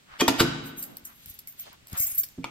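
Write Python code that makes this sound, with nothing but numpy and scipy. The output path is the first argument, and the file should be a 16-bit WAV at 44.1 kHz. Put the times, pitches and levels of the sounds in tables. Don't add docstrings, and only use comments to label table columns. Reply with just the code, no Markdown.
import sys
import numpy as np
from scipy import signal
from scipy.fft import rfft, irfft
from scipy.io import wavfile

SR = 44100
rng = np.random.default_rng(int(sys.argv[2]) if len(sys.argv) > 2 else 0)


def gain_from_db(level_db):
    decades = np.asarray(level_db, float) / 20
    return 10 ** decades


def int16_out(signal):
    q = np.round(np.clip(np.atleast_2d(signal).T, -1, 1) * 32767)
    wavfile.write(sys.argv[1], SR, q.astype(np.int16))


N = 110250
T = np.arange(N) / SR
OPPOSITE = np.array([[1], [-1]])

# frequency in Hz, density in dB per Hz.
AIR_SPECTRUM = [(25, 0), (45, 4), (150, 5.5), (460, -7), (900, -10.5), (2900, -7.5), (6500, -12),
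                (16000, -20)]
# centre in seconds, length in seconds, level in dB, centre in Hz.
RUSTLES = [(0.141, 0.1, -53, 1306), (0.877, 0.29, -62, 601.9), (0.92, 0.082, -58, 240),
           (1.101, 0.083, -60.5, 1290), (1.295, 0.21, -61.5, 3400), (1.661, 0.16, -57.5, 3200),
           (1.675, 0.035, -55, 685), (1.733, 0.044, -58.5, 980), (1.961, 0.055, -47, 1300),
           (1.959, 0.092, -56.5, 3500), (2.007, 0.19, -58, 710), (2.06, 0.28, -56.5, 2240)]
# start in seconds, level in dB, pitch in Hz.
CASE_BUMPS = [(0.117, -57.5, 33.7), (0.655, -42, 128), (0.768, -55.5, 48.6), (1.03, -55, 72.7),
              (1.257, -53, 87), (1.27, -49, 70.0), (1.298, -49, 57.3), (1.368, -64, 32.5),
              (1.697, -52.5, 96), (1.823, -54, 91.5), (1.92, -45, 117), (1.928, -32, 85), (1.94, -41, 80),
              (1.996, -38.5, 61.6), (2.03, -51, 32.8), (2.067, -54.5, 72), (2.119, -54.5, 64),
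              (2.288, -72, 119)]

# time in seconds, level in dB, scrape before it in seconds,
# rattle t60 in seconds, panel push in dB.
BLOWS = [
    (0.2107, -11, 0.026, 0.044, -11.5),
    (0.2795, -6, 0.00027, 0.062, -11),
    (0.403, -9.5, 0.032, 0.092, -12.5),
    (2.4426, -25.5, 0.0011, 0.025, -32.5),
]
# frequency in Hz, density in dB per Hz.
LATCH_SPECTRUM = [(240, -13), (450, -5.5), (2000, -7), (3300, -6.5), (6000, -11), (8400, -18),
                  (12500, -16.5), (16500, -34.5)]
# frequency in Hz, level in dB, t60 in seconds.
LATCH_RINGS = [(3278, -1.5, 0.046), (976, -8, 0.042), (1500, -10, 0.058), (950, -3, 0.015)]
# time in seconds, frequency in Hz, level in dB, t60 in seconds.
METAL_CRACKS = [(.2003, 4560, -23, 0.016), (.2065, 3257, -14.5, 0.027), (.2115, 2450, -15.5, 0.028),
                (.216, 1134, -14.5, 0.017), (.2815, 920, -13, 0.024), (.288, 4570, -22, .015),
                (.385, 3120, -30, 0.013), (.4018, 3580, -17, 0.0063), (.4035, 1500, -7, 0.012),
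                (.4045, 4930, -11, 0.0089), (.4088, 480, -14.5, .008), (2.434, 2310, -43, 0.024),
                (2.4428, 2330, -21, 0.0095), (2.4432, 915, -20, 0.01), (2.4436, 3470, -30.5, 0.014),
                (2.4475, 1280, -25.5, 0.014), (2.452, 3200, -34, .01)]
# frequency in Hz, level in dB, t60 in seconds.
PANEL_MODES = [(206, -6, 0.18), (248.8, -2.5, 0.4), (265, -0.5, 0.27), (282, -11, 0.18), (293.6, -8, 0.48),
               (320, -5.5, 0.11), (341.4, -2.5, 0.23), (394, -8.5, 0.069), (432.3, -4.5, 0.16),
               (508, -9.5, 0.067), (650, -10, 0.099), (720, -11, 0.11)]
# frequency in Hz, level in dB, t60 in seconds.
FRAME_MODES = [(48.6, -23, 0.64), (70, -11, 0.22), (99, -10, 0.31), (124, -4, 0.34), (141, -11, 0.15),
               (178, -14.5, 1)]
# frequency in Hz, level in dB, t60 in seconds.
LEAN_MODES = [(99, -25, 0.31), (128, -6, 0.49), (182, 6, 0.15), (212, -7, 0.066), (267.3, 7.5, 0.12),
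              (340, -13, 0.073), (471, -16, 0.79)]

# frequency in Hz, t60 in seconds.
HALL_T60 = [(60, 0.95), (300, 0.93), (1000, 1), (3500, 0.99), (8000, 0.44), (15000, 0.16)]
# frequency in Hz, level in dB, t60 in seconds.
STANDING_WAVES = [(149.7, -30.5, 0.85), (227.8, -39.5, 1.53), (252.3, -36, 0.82), (275.3, -33, 1.12)]

# start in seconds, level in dB, long key share from 0 to 1, contact in seconds.
CHINKS = [(0.637, -44.5, 0.9, 0.034), (0.771, -36.5, 0.66, 0.023), (0.6568, -48.5, 0.4, .01),
          (0.8255, -35, 0.2, 0.002), (0.838, -44, 0.4, 0.0033), (1.0509, -35.5, 0.38, 0.0014),
          (1.07, -49, 0.25, 0.003), (.9, -58, 0.34, 0.031), (1.131, -53.5, 0.6, 0.078),
          (1.2, -54, 0.8, 0.047), (1.2595, -52.5, 0.2, .002), (1.294, -52.5, 0.65, .006),
          (1.5756, -55, 0.05, .005), (1.28, -44.5, 0.73, .03), (1.3381, -52, 0, 0.0064),
          (1.4756, -40, 0.74, 0.0054), (1.59, -43, 1, 0.009), (1.9082, -49.5, 0.8, 0.0086),
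          (1.972, -27, 1, 0.017), (1.9988, -23, 0.6, 0.003), (2.008, -34, 0.8, .008),
          (2.019, -31, 0.4, 0.008), (2.0654, -24.5, 0.3, 0.006), (2.098, -37.5, 0.54, 0.0075),
          (2.1438, -34, 0.18, 0.011), (2.177, -26.5, 0.4, 0.0067), (2.196, -33, 0.7, 0.003),
          (2.215, -45, 0.9, 0.004), (2.236, -29, 0.2, 0.004), (2.287, -54, 0.1, 0.0087)]
# time in seconds, level in dB, contact in seconds.
TICKS = [(0.8265, -26.5, 0.009), (.839, -23.5, 0.0047), (0.97, -27, 0.0041), (1.0498, -51, 0.0014),
         (1.2595, -28, 0.0025), (1.3909, -29.5, 0.0088), (1.4741, -25, 0.0019), (1.5247, -37.5, 0.0042),
         (1.7299, -37.5, 0.0028), (1.8713, -31.5, 0.003), (1.899, -32, 0.0033), (1.882, -40.5, .015),
         (1.953, -41, 0.0095), (1.9298, -23, 0.0038), (1.977, -20.5, 0.0046), (1.9974, -13, 0.0013),
         (1.9718, -30, .004), (2.0655, -30, 0.0051), (2.1832, -29.5, 0.044), (2.2337, -18, 0.0011),
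         (2.237, -22, 0.011), (2.288, -32, 0.002), (1.598, -28, 0.0027)]
# frequency in Hz, density in dB per Hz.
TICK_SPECTRUM = [(1000, -21), (3000, -16), (5000, -6.5), (9000, -8.5), (12500, 3.5), (15500, -7),
                 (17000, -16)]
# frequency in Hz, level in dB, t60 in seconds.
LONG_KEY_MODES = [(2164, -19, .06), (5109, -20, .1), (6514, -8, .11), (8845, -10, .12), (9150, -11, .08),
                  (10890, 2, .11), (13625, -4, .09), (14350, 7, .11)]
# frequency in Hz, level in dB, t60 in seconds.
SHORT_KEY_MODES = [(6560, -10, .06), (7615, -12, .09), (11650, 4, .06), (11750, -1, .05), (12400, -6, .04),
                   (13650, -8, .05), (14600, -3, .05), (15345, 2, .07)]
# time in seconds,
# loss in dB.
GRIPS = [(.7, 12), (.88, 4), (.965, 15), (1.085, 10), (1.32, 11), (1.39, 12), (1.5, 10), (1.64, 16),
         (1.925, 10), (2.031, -6.5), (2.11, -7), (2.165, 22), (2.201, 16)]

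# frequency in Hz, width in Hz, gain in dB.
PORT_DIPS = [(5740, 180, -3.5), (9990, 320, -9), (14700, 180, -9.5)]


def curve(table, hz):
    table = np.array(table)
    return np.interp(np.log(hz + 1), np.log(table[:, 0]), table[:, 1])


def unit(x):
    return x / np.sqrt(np.mean(x ** 2))


def colour(x, table):
    ceps = irfft(np.log(gain_from_db(curve(table, np.linspace(0, SR / 2, 2049)))))
    ceps[1:2048] *= 2
    ceps[2049:] = 0
    h = irfft(np.exp(rfft(ceps)))
    return signal.fftconvolve(x, h / np.sqrt(np.sum(h ** 2)))[:N]


def butter(x, order, hz, kind):
    return signal.sosfilt(signal.butter(order, hz, kind, fs=SR, output="sos"), x)


def ring(x, hz, db, t60):
    pole = np.exp((2j * np.pi * hz - np.log(1000) / t60) / SR)
    return gain_from_db(db) * signal.lfilter([1], [1, -pole], x).imag


def burst(at, rise, t60):
    swell = (T - at) / max(rise, 1e-4) * 4.45
    decay = (at - T) / max(t60, 1e-3) * np.log(1000)
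    return np.exp(np.where(T < at, swell, decay))


def grit(db):
    grains = np.repeat(rng.exponential(size=N // 16 + 1), 16)[:N]
    return unit(rng.standard_normal(N) * gain_from_db(db * grains))


def kicks():
    return np.sign(rng.standard_normal(N))


def background():
    mid, side = (colour(rng.standard_normal(N), AIR_SPECTRUM) for _ in range(2))
    side = butter(side, 1, [300, 4000], "band")
    out = gain_from_db(-61.5) * (mid + 1.4 * side * OPPOSITE)
    for s, length, db, hz in RUSTLES:
        spectrum = [(hz / 4, -18), (hz, 0), (hz * 3, -14), (20000, -60)]
        mid, side = (colour(grit(1.6), spectrum) for _ in range(2))
        swell = np.exp(-(2 * (T - s) / length) ** 2)
        out = out + gain_from_db(db) * swell * (mid + 1.5 * side * OPPOSITE)
    return out


def handling():
    thumps = 0
    for s, db, hz in CASE_BUMPS:
        envelope = burst(s + .5 / hz, .5 / hz, 2 * 0.52 / hz)
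        thumps = thumps + gain_from_db(db + 12.5) * np.sin(2 * np.pi * hz * (T - s)) * envelope
    return thumps


def door():
    envelopes = [gain_from_db(db) * burst(s, scrape, t60) for s, db, scrape, t60, _ in BLOWS]
    rattles = grit(1.41) * np.array(envelopes)
    latch = .5 * colour(rattles.sum(axis=0), LATCH_SPECTRUM)
    latch = latch + 0.033 * sum(ring(x, *mode) for x, mode in zip(rattles, LATCH_RINGS))
    for s, hz, db, t60 in METAL_CRACKS:
        click = 1. * (np.arange(N) == int(s * SR))
        latch = latch + ring(click, hz, db, t60)

    rise_s, push_s = 0.0047, 0.019
    push = [gain_from_db(db) * burst(s + rise_s, rise_s, push_s) for s, _, _, _, db in BLOWS]
    seat = push[2] + gain_from_db(-16.5) * (push[0] + push[1])
    lean = gain_from_db(-29.5) * burst(2.384, 0.013, 0.055)
    boom = 0
    for force, modes in [(sum(push), PANEL_MODES), (seat, FRAME_MODES), (lean, LEAN_MODES)]:
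        boom = boom + sum(ring(force * kicks(), *mode) for mode in modes)
    return latch + gain_from_db(-29.5) * boom


def walls(x):
    length_s, echoes = .04, 50
    taps = np.zeros((2, int(length_s * SR) + 1))
    for port in taps:
        at = rng.random(echoes)
        port[(at * length_s * SR).astype(int)] = rng.standard_normal(echoes) * gain_from_db(-20 * at) / 3
    return signal.fftconvolve(x[None], butter(taps, 1, 251, "high"), axes=1)[:, :N]


def hall(x):
    t, tail = T[:N // 2], 0
    for hz in 44 * 2. ** np.arange(9):
        noise = rng.standard_normal((2, len(t)))
        mid, side = butter(noise, 2, [hz / 2 ** .5, min(hz * 2 ** .5, 20000)], "band")
        width = min(hz / 700, 1) ** 0.77
        tail = tail + (mid + width * side * OPPOSITE) * gain_from_db(-60 * t / curve(HALL_T60, hz))
    onset_s = .006
    tail = tail * (1 - np.exp(-(t / onset_s) ** 2))
    return signal.fftconvolve(x[None], tail / np.sqrt(np.sum(tail ** 2) / 2), axes=1)[:, :N]


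def stairwell():
    swell_s, waves = 0.028, 0
    for hz, db, t60 in STANDING_WAVES:
        envelope = burst(BLOWS[2][0] + swell_s, swell_s, t60)
        waves = waves + gain_from_db(db) * np.sin(2 * np.pi * hz * T) * envelope
    return waves


def ringing_keys():
    touch = []
    for s, db, _, contact in CHINKS:
        knock = burst(s + contact / 2, contact, 4 * contact) / np.sqrt(contact * SR)
        chatter = gain_from_db(-36) * burst(s, .02, .2)
        touch.append(gain_from_db(db) * (knock + chatter))
    touch = np.array(touch)

    share = np.clip(np.array(CHINKS)[:, 2], 0, 1)
    low_hz, high_hz = 4800, 15900
    small_hz = low_hz + (high_hz - low_hz) * ((np.arange(24) + rng.random(24)) / 24) ** .8
    parts = [(share, mode) for mode in LONG_KEY_MODES]
    parts += [(1 - share, mode) for mode in SHORT_KEY_MODES]
    parts += [(1, (hz, -11 + .5 * curve(TICK_SPECTRUM, hz), 0.038)) for hz in small_hz]
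    chance = gain_from_db(2.5 * rng.standard_normal((len(CHINKS), len(parts))))

    grip_s = 0.0073
    grip = gain_from_db(sum(db * np.clip((T - s) / grip_s, 0, 1) for s, db in GRIPS))
    rings = 0
    for k, (weight, mode) in enumerate(parts):
        turns = np.interp(T, np.arange(101) / 40, rng.standard_normal(101))
        force = (weight * chance[:, k]) @ touch * grip * kicks()
        rings = rings + gain_from_db(3.5 * turns) * ring(force, *mode) / grip
    fist = gain_from_db(-50 * np.clip((T - 2.211) / 0.016, 0, 1))
    return butter(rings, 2, 2000, "high") * fist


def damped_keys():
    envelope = sum(gain_from_db(db) * burst(s, 0.76 * contact, 3 * contact) for s, db, contact in TICKS)
    return .5 * colour(grit(1) * envelope, TICK_SPECTRUM)


def scene():
    slam = door()
    bunch = ringing_keys() + damped_keys()
    early = walls(gain_from_db(-6.5) * slam + gain_from_db(-6) * bunch)
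    late = hall(gain_from_db(-9.5) * slam + gain_from_db(-15.5) * bunch)
    case = handling() * gain_from_db(1.5 * OPPOSITE)
    return slam + bunch + early + late + case + stairwell() + background()


def top_cut(x):
    return signal.sosfilt(signal.butter(12, 16650, fs=SR, output="sos"), x)


def record(dry):
    hz = np.fft.rfftfreq(N, 1 / SR)
    treble_lag_s, bass_lag_s, split_hz = .000235, .0001, 4000
    treble = treble_lag_s * np.maximum(hz - split_hz, 0)
    bass = bass_lag_s * np.clip(np.minimum(hz, split_hz - hz), 0, None)
    turn = np.exp(1j * np.pi * (treble + bass))
    db = -23 * np.clip((hz - 15900) / 300, 0, 1)
    db = db + sum(dip * np.exp(-((hz - at) / width) ** 2) for at, width, dip in PORT_DIPS)
    heard = irfft(rfft(dry) * gain_from_db(db) * np.array([turn, 1 / turn]), N)
    return top_cut(heard)


dry = scene()
out = record(dry)
int16_out(out)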